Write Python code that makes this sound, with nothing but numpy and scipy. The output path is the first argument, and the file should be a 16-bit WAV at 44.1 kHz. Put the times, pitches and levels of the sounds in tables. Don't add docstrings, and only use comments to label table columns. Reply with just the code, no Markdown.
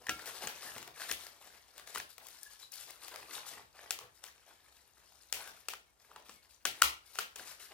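import sys
import numpy as np
from scipy import signal
from scipy.fft import rfft, irfft, next_fast_len
from scipy.io import wavfile
from scipy.ndimage import uniform_filter1d, map_coordinates

SR = 44100
rng = np.random.default_rng(int(sys.argv[2]) if len(sys.argv) > 2 else 0)


def file_out(sig):
    cols = np.atleast_2d(sig).T
    lim = np.clip(cols, -1, 1)
    pcm = np.round(lim * 32767).astype(np.int16)
    wavfile.write(sys.argv[1], SR, pcm)


N = 340981
TOP_HZ = 16150


def amp(db):
    return 10 ** (np.asarray(db) / 20)


def unit_rms(x):
    return x / np.sqrt(np.mean(x ** 2) + 1e-20)


def unit_energy(x):
    return x / np.sqrt(np.sum(x ** 2) + 1e-20)


def along(points, hz):
    freqs, values = np.transpose(points)
    return np.interp(np.log(hz + 1), np.log(freqs + 1), values)


def wobble(rate):
    return map_coordinates(rng.standard_normal(int(N * rate / SR) + 4), [np.arange(N) * rate / SR])


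def filtered(x, response):
    n = x.shape[-1]
    size = next_fast_len(n + 4096)
    return irfft(rfft(x, size) * response(np.fft.rfftfreq(size, 1 / SR)), size)[..., :n]


def band(x, edges_hz, order=3):
    return signal.sosfilt(signal.butter(order, edges_hz, "band", fs=SR, output="sos"), x)


def resonance(f, hz, width):
    return 1j * f * width / (hz * hz - f * f + 1j * f * width)


def add(track, start_s, x):
    part = track[round(start_s * SR):][:len(x)]
    part += x[:len(part)]


def chatter(t60, spiky):
    t = np.arange(SR // 16) / SR
    push, size = rng.standard_normal((2, len(t)))
    envelope = amp(-60 * t / t60) * (1 - np.exp(-t / 0.000092))
    return unit_energy(push * np.exp(spiky * size) * envelope)


# frequency in Hz, left-right correlation.
PORT_LIKENESS = [(60, 0.49), (300, 0.48), (700, 0.22), (1400, -0.7), (3000, -0.057)]

def diffuse(pair):
    turn = lambda hz: np.arccos(along(PORT_LIKENESS, hz)) / 2
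    mid, side = filtered(pair, lambda hz: np.array([np.cos(turn(hz)), np.sin(turn(hz))]))
    return np.array([mid + side, mid - side])


# frequency in Hz, relative spectral density in dB.
AIR_SPECTRUM = [(25, -24), (45, 2), (65, 7), (100, -5), (200, -11.5), (500, -10), (1000, -8.5), (3000, -31),
                (8000, -22.5), (16000, -38)]

def air():
    noise = diffuse(rng.standard_normal((2, N)))
    return amp(-75) * unit_rms(filtered(noise, lambda hz: amp(along(AIR_SPECTRUM, hz))))


# frequency in Hz, t60 in seconds.
ROOM_DECAY = [(100, 0.5), (300, 0.3), (1500, 0.31), (5000, 0.28), (14000, 0.22)]
# frequency in Hz, gain in dB.
REVERB_GAIN = [(100, 8.5), (400, -5.5), (1300, -4.5), (3000, -3.5), (8000, -8.5), (16000, -6)]
# delay in seconds, gain in dB.
REFLECTIONS = [(.0119, -16), (.0187, -21)]

def room_answer():
    freqs, t, spectra = signal.stft(rng.standard_normal((2, SR // 3)), SR, nperseg=256)
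    decay = amp(-60 * t / along(ROOM_DECAY, freqs)[:, None])
    tail = signal.istft(spectra * decay, SR, nperseg=256)[1]
    tail *= np.clip(np.arange(tail.shape[1]) / SR / 0.019, 0, 1) ** 2
    tail = diffuse(np.array([unit_energy(side) for side in tail]))
    answer = filtered(tail, lambda hz: amp(along(REVERB_GAIN, hz)))
    for delay, db in REFLECTIONS:
        answer[:, round(delay * SR)] += amp(db)
    return answer


def room(x):
    hop = SR // 6
    out, padded = np.zeros((2, N + SR)), np.pad(x, hop)
    for i in range(0, N + hop, hop):
        piece = padded[i:i + 2 * hop]
        faded = piece * np.hanning(2 * hop)[:len(piece)]
        wet = signal.fftconvolve(faded[None], room_answer(), axes=1)
        out[:, i:i + wet.shape[1]] += wet
    return out[:, hop:hop + N]


# start in seconds, length in seconds, peak level in dB.
WHINE_SWELLS = [(5.39, .06, -67), (5.85, .09, -76), (6.33, .11, -69), (7.04, .11, -70)]

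def whine(hz=2196):
    level = np.zeros(N)
    for start, length, db in WHINE_SWELLS:
        add(level, start, amp(db) * np.hanning(int(length * SR)))
    return level * np.sin(2 * np.pi * hz * np.arange(N) / SR + wobble(110))


# start in seconds, note energy in dB, bump energy in dB.
FLOOR_PUSHES = [(0.098, -30, -23), (.439, -41, -24.5), (.65, -43, -32), (.759, -48, -25),
                (1.101, -33, -30.5), (1.956, -37, -32), (5.327, -36, -37), (6.288, -57, -35.5),
                (6.653, -40, -31), (6.823, -19.5, -49)]

def floor_boom(note_hz=66):
    out, t = np.zeros(N), np.arange(SR // 2) / SR
    swell = amp(-60 * t / 0.17) * (1 - np.exp(-t / 0.05)) ** 2
    note = unit_energy(swell * np.sin(2 * np.pi * note_hz * t))
    for start, note_db, bump_db in FLOOR_PUSHES:
        bump = band(rng.standard_normal(len(t)) * amp(-60 * t / 0.33), (100, 400))
        add(out, start, amp(note_db) * note + amp(bump_db) * unit_energy(bump))
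    return out


def crinkles(per_second, spread_db, low_hz, life_scale):
    when, size, pitch, life = rng.random((4, int(per_second * N / SR), 1))
    t = np.arange(SR // 80) / SR
    hz = low_hz * (TOP_HZ / low_hz) ** pitch
    strength = amp(spread_db * np.minimum(-np.log(1 - size), 4)) * np.sqrt(hz)
    t60 = life_scale * (0.12 + life) * np.sqrt(low_hz / hz)
    pings = strength * np.sin(2 * np.pi * hz * t) * amp(-60 * t / t60)
    positions = (when * N).astype(int) + np.arange(len(t))
    return unit_rms(np.bincount(positions.ravel(), pings.ravel(), N)[:N])


def patchy(x, depth_db):
    spectra = signal.stft(x, nperseg=512)[2]
    patches = uniform_filter1d(rng.standard_normal(spectra.shape), size=3, axis=0)
    patches = uniform_filter1d(patches, size=4, axis=1)
    return signal.istft(spectra * amp(depth_db * unit_rms(patches)), nperseg=512)[1][:N]


def stroke(length, sag_db_per_s=19.5, release_t60=0.19):
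    t = np.arange(SR // 2) / SR
    attack_s = 0.0091 + 0.09 * length
    fade_db = -sag_db_per_s * t - 60 * np.maximum(t - length, 0) / release_t60
    return np.minimum(t / attack_s, 1) * amp(fade_db)


# time in seconds, level in dB.
HEAP_STIR = [(0, -68), (.2, -56), (.6, -55), (.82, -58.5), (.93, -70), (.97, -55.5), (1.38, -66.5),
             (1.7, -68), (2.15, -73.5), (2.68, -79), (3, -63.5), (3.45, -58.5), (3.7, -72.5), (4.15, -73),
             (4.6, -70), (5.27, -75.5), (5.65, -72.5), (5.95, -78.5), (7, -74.5), (7.72, -65)]
# start and length in seconds, level in dB, brightness in dB.
PAPER_STROKES = [(0, 0.048, -64.5, -9), (.255, 0.024, -45, -1), (0.336, 0.071, -56, 3),
                 (0.41, 0.03, -45, -2), (0.617, 0.068, -48.5, -0.5), (.735, 0.057, -53.5, -3),
                 (0.86, 0.018, -60, -13.5), (0.982, 0.1, -49.5, 0), (1.081, 0.024, -49, 6.5),
                 (1.186, 0.081, -58, 2.5), (1.4, 0.075, -60, -1), (1.524, 0.042, -60.5, -2.5),
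                 (1.744, 0.066, -62.5, 0), (1.858, 0.076, -56.5, 0), (1.94, 0.022, -47.5, 3.5),
                 (2.089, 0.019, -61.5, 5), (2.17, 0.15, -66.5, -8), (2.214, 0.26, -62, 4),
                 (2.49, 0.055, -62, 4), (2.586, 0.043, -61, 5.5), (2.712, .12, -56, 6),
                 (2.865, 0.045, -55.5, -0.5), (3.011, .075, -58.5, 3.5), (3.106, 0.078, -55.5, -4),
                 (3.207, 0.033, -58, -7), (3.281, 0.047, -55.5, -1), (3.322, 0.045, -47, 0.5),
                 (3.455, 0.037, -52, 4.5), (3.507, 0.033, -51.5, -4), (3.56, 0.047, -60.5, -5),
                 (3.735, 0.27, -60, -3.5), (4.002, 0.029, -60, -12), (4.141, 0.019, -71, 7),
                 (4.224, 0.052, -59, 1), (4.452, 0.064, -63, -4), (4.71, .11, -75.5, 6),
                 (4.963, 0.089, -69.5, -2.5), (5.02, 0.6, -69.5, 4), (5.345, 0.15, -53, -2),
                 (5.53, 0.076, -63, 0.5), (5.987, 0.11, -67.5, -0.5), (6.087, 0.15, -64.5, -6.5),
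                 (6.241, .11, -64, 1.5), (6.42, 0.02, -70.5, 2), (6.486, 0.049, -82, 16.5),
                 (6.73, 0.13, -58.5, -2.5), (7.049, 0.062, -68.5, 7.5), (7.13, 0.085, -57, 2.5),
                 (7.368, 0.12, -54.5, -0.5), (7.463, 0.05, -56, 5), (7.59, 0.059, -56.5, 2.5),
                 (7.699, 0.024, -57.5, -8)]

def friction(tilt, stir_bright_db=-1):
    stir_db = np.interp(np.arange(N) / SR, *np.transpose(HEAP_STIR))
    power = amp(stir_db + tilt * stir_bright_db) ** 2
    for start, length, db, bright_db in PAPER_STROKES:
        add(power, start, (amp(db + tilt * bright_db) * stroke(length)) ** 2)
    return np.sqrt(power)


# frequency in Hz, relative spectral density in dB.
PAPER_SPECTRUM = [(59, -16), (100, -19), (202, -17), (398, -4.5), (595, -4.5), (910, -3.5), (1650, 3),
                  (2170, 1), (3940, -3.5), (7290, -7), (9610, -5.5), (15000, -10.5), (16000, -41)]

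def rustle():
    slide = rng.standard_normal(N)
    slide += 0.85 * crinkles(per_second=2200, spread_db=4.6, low_hz=700, life_scale=0.015)
    paper = filtered(slide * amp(1.5 * wobble(90)), lambda hz: amp(along(PAPER_SPECTRUM, hz)))
    loops, edges = patchy(paper, depth_db=2.5), patchy(paper, depth_db=1.95)
    flap = amp(-7) * friction(tilt=-0.99) * unit_rms(band(loops, (90, 900)))
    rub = friction(tilt=0) * unit_rms(band(loops, (950, 4000)))
    hiss = amp(5) * friction(tilt=1) * unit_rms(band(edges, (4000, 17000)))
    return flap + rub + hiss


# start in seconds, level in dB, brightness in dB.
PAPER_SNAPS = [(0.2575, -26, 1), (0.7627, -27, -10), (0.781, -23.5, -1.5), (0.8274, -25, -3),
               (0.8763, -27.5, -2), (1.267, -25.5, -3), (1.7793, -27.5, 0.5), (1.796, -28, -5.5),
               (1.8737, -28.5, -4), (1.9485, -19.5, -3), (1.981, -23.5, 3), (2.1807, -27, -1),
               (2.268, -34, 7), (2.2857, -33, 4), (2.4315, -38.5, 17.5), (2.7206, -39, 14),
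               (2.738, -42, 17), (2.9065, -31.5, 6), (3.0815, -25, -0.5), (3.1409, -26.5, -7.5),
               (3.1592, -21.5, -4), (3.791, -36.5, -14), (3.859, -41.5, -18), (5.4756, -27, -2.5)]

def snaps():
    out = np.zeros(N)
    for start, db, bright_db in PAPER_SNAPS:
        crack = chatter(t60=0.015, spiky=0.45)
        flap = amp(-6 - bright_db) * unit_energy(band(crack, (450, 2000)))
        crackle = amp(1.5) * unit_energy(band(crack, (2000, 5000)))
        tick = amp(5 + bright_db) * unit_energy(band(crack, (5000, 16000)))
        add(out, start, amp(db) * (flap + crackle + tick))
    return out


# start and length in seconds, pitch in Hz, level in dB.
HINGE_SQUEAKS = [(2.365, .2, 1700, -62), (2.612, .04, 3950, -56)]

def squeaks(relative_width=0.057, slip_hz=24, uneven_db=3.5):
    out = np.zeros(N)
    for start, length, hz, db in HINGE_SQUEAKS:
        t = np.arange(int(length * SR)) / SR
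        edges_hz = hz * (1 + relative_width * np.array([-0.5, 0.5]))
        tone = unit_rms(band(rng.standard_normal(SR // 2), edges_hz, order=2))[-len(t):]
        stutter = np.sin(np.pi * slip_hz * t) ** 2 * amp(uneven_db * wobble(slip_hz)[:len(t)])
        add(out, start, amp(db) * tone * stutter * signal.windows.tukey(len(t)) ** 0.5)
    return out


# frequency in Hz, width in Hz, relative level in dB.
METAL_MODES = [(2164, 610, 4), (2280, 1340, 4), (3280, 750, 2), (4790, 1360, -8), (5010, 470, -4.5),
               (5610, 2250, -17), (8280, 1070, -12), (9800, 700, -15.5), (11350, 300, -15),
               (13000, 2700, -23), (15300, 400, -31)]

def metal_response(f):
    return sum((-1) ** k * amp(db) * resonance(f, hz, width)
               for k, (hz, width, db) in enumerate(METAL_MODES))


def knock(force, db, hard_db, shell_hz, metal_colour, bark_db=0):
    thud = filtered(force, lambda f: resonance(f, 440, width=132) - 0.94 * resonance(f, 810, width=220))
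    bark = filtered(force, lambda f: resonance(f, shell_hz, width=0.29 * shell_hz) ** 2)
    metal = filtered(force, metal_colour)
    clack, tick = band(metal, (1850, 5000)), band(metal, (5000, 17000))
    return (amp(0.75 * db - 13) * unit_energy(thud)
            + amp(db - hard_db + bark_db) * unit_energy(bark)
            + amp(db + 1 + 0.52 * hard_db) * unit_energy(clack)
            + amp(db + 1.84 + hard_db) * unit_energy(tick))


# frequency in Hz, relative level in dB, t60 in seconds.
STEEL_MODES = [(317, -13, .45), (595, -16, .2), (743, -11, .23), (1332, -9, .28), (1374, 0, .26),
               (1516, -13, .2), (1651, -6, .18), (2200, -17, .6), (2416, -11, .14), (2570, -7, .1),
               (2684, -5, .12), (2800, 0, .11), (3408, -11, .2), (4530, -10, .12), (5730, -2, .08),
               (6950, -7, .08)]
# start in seconds, level in dB,
# hardness in dB, chatter t60 in seconds, relative ring level in dB, shell pitch in Hz.
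STAPLER_CONTACTS = [(0.0674, -19, -2, 0.018, -50, 1680), (0.085, -25, -12, 0.011, -29, 1700),
                    (0.0932, -8, 1, 0.032, -10, 1750), (0.193, -24, -3, 0.031, -39, 1550),
                    (0.4721, -14.5, 4.5, 0.017, -27, 1460), (1.0183, -20.5, -2.5, .009, -37, 1600),
                    (1.0947, -19, -4.5, 0.034, -45, 1840), (1.1131, -12, 6, 0.012, -32, 1550),
                    (1.9583, -15.5, -3, 0.0087, -29, 1100), (1.973, -18.5, -1, 0.027, -40, 1500),
                    (2.0001, -19, -1, .02, -49, 1690), (3.907, -12, 9, 0.016, -29, 1520),
                    (3.9888, -23.5, 4, 0.0093, -49, 1210), (4.2397, -25.5, 6.5, 0.006, -54, 1430),
                    (5.3258, -13.5, 10, 0.014, -29, 1390), (5.6844, -14, 5, 0.023, -38, 1340),
                    (5.7346, -20, -1.5, 0.022, -37, 1370), (6.1138, -38, -9, 0.014, -52, 1130),
                    (6.1607, -26, -3.5, 0.017, -36.5, 970), (6.2938, -27.5, 1, 0.021, -46, 1250),
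                    (6.6522, -4, 2.5, 0.028, -22.5, 1540), (6.8177, -10.5, 2, 0.009, -24, 1230),
                    (6.8198, 2, 5, 0.012, -20, 1300), (6.8208, -4, -9.5, .006, -30, 1335),
                    (7.1552, -26, 3.5, 0.0086, -37, 1440), (7.1867, -7.5, -0.5, 0.028, -33, 1350),
                    (7.1909, -20.5, 9.5, 0.013, -44, 1180), (7.3581, -24, 7, 0.026, -55, 1500),
                    (7.395, -29, -7.5, 0.011, -32, 1680)]

def stapler():
    direct, spread, t = np.zeros(N), np.zeros(N), np.arange(SR // 2) / SR
    all_round = lambda f: np.abs(metal_response(f)) ** 0.5
    for start, db, hard_db, chatter_t60, ring_db, shell_hz in STAPLER_CONTACTS:
        rattle = chatter(chatter_t60, spiky=0.65)
        blow = signal.unit_impulse(len(rattle))
        force = rattle + 0.0064 / chatter_t60 * blow
        add(direct, start, amp(-0.9) * knock(force, db, hard_db, shell_hz, metal_response))
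        add(spread, start, amp(0.34) * knock(blow, db, hard_db, shell_hz, all_round, bark_db=-5))
        ring = sum(amp(mode_db + rng.normal(0, 1) - 60 * t / t60) * np.sin(2 * np.pi * hz * t)
                   for hz, mode_db, t60 in STEEL_MODES)
        add(direct, start, amp(ring_db + 4.5) * unit_energy(ring))
    return direct, spread


# frequency in Hz, gain of direct sound in dB.
PORT_SHADE = [(200, -2.5), (1300, -1.5), (2500, -0.5), (4000, -9), (6000, -11), (9000, -22.5),
              (13000, -14.5)]

def scene(right_delay_s=5.5e-5):
    clacks, spread = stapler()
    paper = snaps() + rustle()
    hinge = squeaks()
    near = clacks + hinge + paper
    room_left, room_right = room(spread + hinge + paper)
    shade_db = lambda hz: along(PORT_SHADE, hz)
    right = filtered(near, lambda hz: amp(shade_db(hz)) * np.exp(-2j * np.pi * hz * right_delay_s))
    right += filtered(room_right, lambda hz: amp(0.56 * shade_db(hz)))
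    return np.array([near + room_left, right]) + floor_boom() + air() + whine()


def record(dry):
    rounded = dry / (1 + np.abs(dry) ** 6) ** (1 / 6)
    return filtered(rounded, lambda hz: (hz < TOP_HZ) * hz ** 4 / (hz ** 4 + 33 ** 4))


dry = scene()
out = record(dry)
file_out(out)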